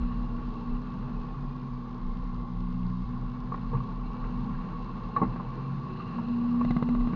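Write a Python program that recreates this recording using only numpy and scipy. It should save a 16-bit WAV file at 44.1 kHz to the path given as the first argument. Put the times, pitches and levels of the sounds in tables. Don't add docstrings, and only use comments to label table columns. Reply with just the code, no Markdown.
import sys
import numpy as np
from scipy import signal
from scipy.fft import rfft, irfft, next_fast_len
from scipy.io import wavfile
from scipy.ndimage import uniform_filter1d, map_coordinates

SR = 44100
rng = np.random.default_rng(int(sys.argv[2]) if len(sys.argv) > 2 else 0)


def amplitude_ratio(level_db):
    exponent = np.asarray(level_db, float) / 20
    return 10 ** exponent


def transcribe(signal):
    frames = np.atleast_2d(signal).T
    limited = np.clip(frames, -1, 1)
    pcm = np.round(limited * 32767).astype(np.int16)
    wavfile.write(sys.argv[1], SR, pcm)


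N = 315315

# t/s, level/dB
ROUGHNESS = [(0, -33.5), (1, -39.5), (1.9, -42.5), (2.3, -39), (4.5, -40), (5.4, -42.5), (5.7, -46.5),
             (6.55, -45), (6.85, -35.5), (7.15, -38)]
# t/s, level/dB
RUTS = [(.02, -25.5), (.21, -30), (.49, -31), (.73, -29.5), (1.19, -33), (1.45, -36), (1.76, -34.5),
        (2.08, -28.5), (2.23, -31), (2.4, -34), (2.84, -30.5), (3.05, -32), (3.25, -34.5), (3.76, -32),
        (4.05, -33), (4.24, -34), (4.57, -33), (5.29, -34), (5.5, -39.5), (6.7, -35.5), (7.02, -27)]
# t/s, level/dB
LITTER = [(0.0, -58.5), (0.3, -59), (1.29, -60.5), (1.59, -62), (2.61, -63), (4.02, -59.5), (4.26, -58),
          (5.12, -58.5), (5.28, -57.5), (5.81, -58.5), (6.07, -56), (6.39, -57.5), (6.69, -56.5),
          (6.87, -57.5), (7.15, -57)]

# f/Hz, width/Hz, level/dB
SWAY = [(33.8, 9.2, 13.5), (17, 6.7, -19.5), (48, 6.5, -25), (70, 37, -37.5)]
# f/Hz, width/Hz, level/dB
FRAME = [(117.8, 14, -1.5), (137.7, 27, -1.1), (176.7, 27, 1), (206.7, 23, -1.5)]
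# f/Hz, width/Hz, level/dB
CLAMP = [(243, 7, 0)]
# f/Hz, width/Hz, level/dB
HOUSING = [(1053.6, 120, -2.5), (1111, 83, 1), (1159, 33, -6.5)]
# f/Hz, width/Hz, level/dB
PANELS = [(304.3, 67, -0.5), (335, 130, -6.5), (416.4, 58, -2), (474, 70, -0.5), (624, 250, -10),
          (791, 82, -3), (891, 110, -2.5)]
# f/Hz, width/Hz, level/dB
CAVITY = [(2712, 280, -3), (4090, 440, -11)]
# f/Hz, width/Hz, level/dB
PAWL = [(419, 360, -1.5), (695, 550, -5), (1130, 290, -2.5), (3860, 580, -4), (1503, 380, 3),
        (2750, 480, -4)]
# f/Hz, width/Hz, level/dB
MOUNT = [(75.6, 14, -53.5), (118, 32, -40.5), (136.7, 16, -37), (179.4, 6.5, -35.5), (239.3, 10, -29.5)]

# t/s, housing peak level/dB, frame level/dB, crack level/dB
KNOCKS = [(2.899, -43, 12.5, -27), (3.5207, -30, -2, -14), (3.543, -30.5, 0.5, -8),
          (3.576, -37.5, 14.5, -6.5), (3.6325, -43, 17, -5.5), (3.7191, -36.5, 7, -13),
          (3.7729, -35.5, 8.5, -7.5), (3.8033, -34, -12, -28), (4.1418, -34, -13.5, -31),
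          (4.2417, -40.5, -2, 0.5), (4.5106, -40.5, 10, -19), (4.5522, -54, 13, 4), (4.642, -37.5, 8.5, -5),
          (5.2501, -32.5, 5, -18), (5.361, -34, -9, -7), (5.3995, -33, 3, -16), (6.1855, -30.5, -1.5, -15),
          (6.545, -36, 8.5, -13), (6.6115, -28.5, 1, -9), (6.9267, -42.5, 13, -7), (7.134, -36.5, -1, -2.5)]
# t/s, housing peak level/dB, frame level/dB, crack level/dB
JOLTS = [
    (3.735, -35.5, -6, -7),
    (3.75, -30.5, 3.5, -11.5),
    (5.164, -31.5, -6, 1.5),
    (5.198, -30.5, -8.5, -9.5),
    (5.216, -31, -4, -5.5),
    (5.233, -31, 6, -3.5),
]
# t/s, f/Hz, peak level/dB, t60/s
BUMPS = [(3.74, 129, -18, 0.29), (3.729, 465, -28.5, 0.095), (3.731, 920, -28, 0.092),
         (3.733, 1150, -29.5, 0.079), (3.545, 1850, -46, 0.055), (4.545, 1620, -41.5, 0.053),
         (5.163, 1124, -9, 0.056), (5.1635, 3900, -44, .04), (6, 1180, -23.5, .035),
         (5.164, 1760, -35, 0.064), (5.178, 820, -27, .07), (5.166, 470, -31, .09), (5.217, 560, -27, 0.06),
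         (5.2155, 189.3, -16, 0.14), (3.521, 1150, -27, 0.046), (3.543, 1150, -29.5, 0.032),
         (5.2155, 242.6, -20.5, 0.26), (5.214, 127, -29.5, 0.18), (5.216, 319, -22.5, 0.13),
         (5.215, 447, -21.5, 0.088), (5.216, 780, -25.5, 0.091), (5.216, 890, -26, 0.094),
         (5.216, 1101, -15.5, 0.059), (5.222, 2050, -42, 0.088), (6.184, 926, -33, 0.089)]
# t/s, peak level/dB, f/Hz
SNAPS = [
    (2.83, -46, 2680),
    (2.8649, -49, 4300),
    (5.4494, -58, 2830),
]
# t/s, peak level/dB, ring level/dB
RATCHET = [(6.647, -18.5, -19.5), (6.706, -15, -18), (6.764, -15, -21.5), (6.824, -16, -21.5),
           (6.887, -18, -23), (6.949, -21.5, -22), (7.006, -26, -18), (7.072, -20, -25),
           (7.132, -21.5, -29)]

# t/s, firing rate f/Hz
SPEED = [(0, 80), (.3, 79.1), (.75, 75), (1.25, 72.2), (1.55, 69.3), (2, 60.8), (2.35, 59.1), (2.95, 59.9),
         (3.45, 64.4), (4.05, 64.7), (4.7, 62.9), (5.05, 61.3), (5.3, 62.5), (5.7, 68), (6.15, 78),
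         (6.3, 79.2), (6.7, 80.4), (7.15, 80.4)]
# t/s, level/dB
ORDER_LEVEL = [(0, -5), (.45, -10.5), (1.3, 1), (2.15, -6), (2.9, 1.5), (3.7, -0.5), (4.2, -18.5), (5, -26),
               (5.2, -1), (5.93, 2), (6.14, -11), (6.185, 5.5), (6.265, -9), (6.3, -1), (6.63, 4.5), (6.79, -3.5),
               (6.92, 5.5), (7.04, -1.5)]
# t/s, mesh f/Hz, level/dB
GEAR = [(0, 455, -62), (.5, 428, -59), (1.3, 390, -65), (2, 346, -66), (2.7, 332, -61), (4, 350, -75),
        (5.75, 359, -61), (5.93, 373, -47), (6.12, 386, -60), (7.15, 420, -70)]

# f/Hz, density level/dB
HISS = [(740, -39.5), (1250, -3), (1390, 4), (1510, -3), (1640, -2.5), (1850, -6.5), (2330, -12.5),
        (2500, -14.5), (3250, -37), (5500, -120)]
# f/Hz, density level/dB
FIZZ = [(1350, -30.5), (2300, -3.5), (2340, -6.5), (2870, -3), (3700, -1.5), (4220, -2.5), (5050, -7.5),
        (5510, -17), (6050, -14), (6910, -20), (8980, -51), (15200, -120)]
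# f/Hz, density level/dB
TICK = [(1800, -63), (2600, 3.5), (4200, -3.5), (5500, -4.5), (6800, -22.5), (7500, -52)]
# f/Hz, gain level/dB
BAND = [(6900, 0), (7200, -3.5), (7600, -20.5), (9500, -51.5)]


def road():
    firing_hz = curves(SPEED)[0]
    sway = rocking() * shaken(modes(SWAY), even=.7)
    frame_db = follows(mean_db=-40.5, per_db=.9, swell_db=1.5)
    frame = amplitude_ratio(frame_db) * shaken(modes(FRAME), even=.6)
    clamp_db = follows(mean_db=-41.5, per_db=-.35, swell_db=1.1)
    clamp = amplitude_ratio(clamp_db) * shaken(modes(CLAMP), even=.45)

    throb_db = 2.2 * np.cos(2 * np.pi * np.cumsum(firing_hz) / SR)
    low_db = -2 + .22 * (65 - firing_hz)
    buzz = shaken(modes(HOUSING[1:]), even=.37, grit_db=2.5)
    buzz += amplitude_ratio(low_db) * shaken(modes(HOUSING[:1]), even=.4, grit_db=2.5)
    buzz_db = follows(mean_db=-48, per_db=.69, swell_db=.34) - 2.2 + throb_db
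    return sway + frame + clamp + amplitude_ratio(buzz_db) * buzz


def rocking():
    t = np.arange(0, N / SR + .01, .005)
    half_width_s = .042
    lurches = sum(amplitude_ratio(db) * np.exp(-.5 * ((t - s) / half_width_s) ** 2) for s, db in RUTS)
    general = amplitude_ratio(curves(ROUGHNESS)[0] - 1.0 + 3.5 * wobble(18))
    return np.hypot(general, np.interp(np.arange(N) / SR, t, lurches))


def knocks():
    s, db, frame_db, crack_db = np.transpose(KNOCKS + JOLTS)
    contact_ms = np.repeat([3.3, 5.6], [len(KNOCKS), len(JOLTS)])
    s = s - .0015
    housing = blows(s, db + .44, 1.3 * contact_ms, push=.46)
    frame = blows(s - .002, db + frame_db - 3.0, contact_ms, push=.47)
    panels = blows(s, db + .5 * crack_db + 4.5, 3 * contact_ms, push=.7)
    crack = blows(s, db + crack_db + 1.5, 4 * contact_ms, push=.16)
    cavity = blows(s, db + crack_db - 16, 2.2 * contact_ms, push=.29)
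    out = coloured(housing, modes(HOUSING)) + coloured(frame, modes(FRAME + CLAMP))
    out += coloured(panels, modes(PANELS)) + coloured(crack, spectrum(HISS))
    return out + coloured(cavity, modes(CAVITY))


def snaps():
    twigs = rings([(s, hz, db, .02) for s, db, hz in SNAPS], rise_s=.001, rough=.93)
    return twigs + rings(BUMPS, rise_s=.0042, rough=.09)


def ratchet():
    s, db, ring_db = np.transpose(RATCHET)
    thuds = [(at + .0008, 212, level + 1.2, .045) for at, level in zip(s, db)]
    pings = [(at + .00091, 2030, level + .9, .028) for at, level in zip(s, db + ring_db)]
    booms = [(at, 158.5, level - 9.5, .18) for at, level in zip(s, db)]
    out = rings(thuds, rise_s=.0007, rough=.05)
    out += rings(pings, rise_s=.0018, rough=.2)
    out += rings(booms, rise_s=.0037, rough=.3)
    body = blows(s + .0015, db - 7.0, 2.7 + 0 * s, push=.61)
    teeth = blows(s + .00145, db + ring_db - 1.5, 5.9 + 0 * s, push=.37)
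    return out + coloured(body, modes(PAWL[:3])) + coloured(teeth, modes(PAWL[3:]))


def engine():
    firing_hz, order_db = curves(SPEED)[0], curves(ORDER_LEVEL)[0]
    turn = 2 * np.pi * np.cumsum(firing_hz) / SR
    gains = [amplitude_ratio(order_db) * modes(MOUNT)(order * firing_hz) for order in (1, 2, 3)]
    gains.append(amplitude_ratio(-59))
    tones = np.zeros(N)
    for order, gain in enumerate(gains, start=1):
        tones += gain * amplitude_ratio(wobble(12)) * np.sin(order * turn + .25 * wobble(8))
    whine = amplitude_ratio(-73.5) * (wobble(70) * np.sin(35.3 * turn) + wobble(70) * np.cos(35.3 * turn))
    mesh_hz, mesh_db = curves(GEAR)
    mesh_phase = 2 * np.pi * np.cumsum(mesh_hz) / SR + .9 * wobble(10)
    mesh = amplitude_ratio(mesh_db + 3 * wobble(10)) * np.sin(mesh_phase)
    return np.sqrt(2) * (tones + mesh) + whine


def air():
    panels_db = follows(mean_db=-50.5, per_db=.92, swell_db=.93)
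    panels = amplitude_ratio(panels_db) * shaken(modes(PANELS), even=.01, grit_db=1.5)
    tyres_db = follows(mean_db=-60, per_db=.9, swell_db=.44)
    tyres = amplitude_ratio(tyres_db) * shaken(spectrum(HISS), even=.01, grit_db=1.5)
    whistle_db = follows(mean_db=-69, per_db=2.4, swell_db=1)
    whistle = amplitude_ratio(whistle_db) * shaken(modes(CAVITY), even=.01, grit_db=2.0)
    injectors_db = follows(mean_db=-68, per_db=.36, swell_db=.6)
    injectors = amplitude_ratio(injectors_db) * shaken(spectrum(FIZZ), even=.01, grit_db=.5)
    return panels + tyres + whistle + injectors


def electronics():
    times = np.arange(.0022, N / SR - .01, 1 / 57.615)
    pulses = blows(times, rng.normal(0, 2.5, len(times)), .4 + 0 * times, push=1.6)
    return amplitude_ratio(-75) * unit(coloured(pulses, spectrum(TICK)))


def follows(mean_db, per_db, swell_db):
    litter_db = curves(LITTER)[0]
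    return mean_db + per_db * (litter_db - litter_db.mean()) + swell_db * wobble(7)


def shaken(gain, even, grit_db=0.):
    drive = rng.standard_normal(N) * amplitude_ratio(grit_db * wobble(60))
    z = signal.hilbert(coloured(drive, gain), next_fast_len(N))[:N]
    return unit(np.real(z / (np.abs(z) + 1e-9) ** np.clip(even, 0, .9)))


def blows(times, db, contact_ms, push):
    t = np.arange(SR // 16) / SR
    u = 1000 * t / np.clip(contact_ms, .2, 15)[:, None]
    bursts = np.exp(-u) * rng.standard_normal(u.shape)
    bursts[:, 0] = push * np.linalg.norm(bursts, axis=1)
    bursts *= (amplitude_ratio(db) / np.linalg.norm(bursts, axis=1))[:, None]
    at = np.round(times * SR).astype(int)[:, None] + np.arange(len(t))
    return np.bincount(at.ravel(), bursts.ravel(), N + SR)[:N]


def rings(rows, rise_s, rough):
    out, t = np.zeros(N + SR), np.arange(SR // 4) / SR
    for s, hz, db, t60 in rows:
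        walk = uniform_filter1d(np.cumsum(rng.standard_normal(len(t))), size=24)
        tone = np.sin(2 * np.pi * hz * t + rough * walk * np.sqrt(hz / SR))
        out[round(s * SR):][:len(t)] += amplitude_ratio(db - 60 * t / t60) * tone * (1 - np.exp(-t / rise_s))
    return out[:N]


def coloured(x, gain):
    size = 2 ** 15
    cepstrum = irfft(np.log(gain(np.fft.rfftfreq(size, 1 / SR)) + 1e-6), size)
    cepstrum[1:size // 2] *= 2
    cepstrum[size // 2 + 1:] = 0
    answer = irfft(np.exp(rfft(cepstrum)), size)
    return signal.oaconvolve(x, answer / np.abs(answer).max())[:N]


def modes(rows):
    def one(hz, centre, width):
        return (hz * width) ** 2 / ((centre * centre - hz * hz) ** 2 + (hz * width) ** 2)
    return lambda hz: np.sqrt(sum((amplitude_ratio(db) * one(hz, c, w)) ** 2 for c, w, db in rows))


def spectrum(points):
    f, db = np.transpose(points)
    return lambda hz: amplitude_ratio(np.interp(np.log(hz + 1), np.log(f), db))


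def curves(rows):
    s, *cols = np.transpose(rows)
    return [np.interp(np.arange(N) / SR, s, c) for c in cols]


def wobble(rate):
    knots = rng.standard_normal(int(N * rate / SR) + 4)
    return map_coordinates(knots, [np.arange(N) * rate / SR])


def unit(x):
    return x / np.sqrt(np.mean(x ** 2) + 1e-20)


def scene():
    return (road() + knocks() + snaps() + ratchet() + engine() + air())[None]


def low_pass(x):
    return signal.sosfilt(signal.butter(12, 11370, fs=SR, output="sos"), x)


def record(dry):
    size = next_fast_len(N + SR // 4)
    band = spectrum(BAND)(np.fft.rfftfreq(size, 1 / SR))
    heard = irfft(rfft(dry + electronics(), size) * band, size)[:, :N]
    bass_slope = np.gradient(uniform_filter1d(heard, size=60), axis=1)
    mirror_hz = SR / 4
    mirror = amplitude_ratio(-32) * bass_slope * np.cos(2 * np.pi * mirror_hz * np.arange(N) / SR)
    return low_pass(heard + mirror)


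dry = scene()
out = record(dry)
transcribe(out)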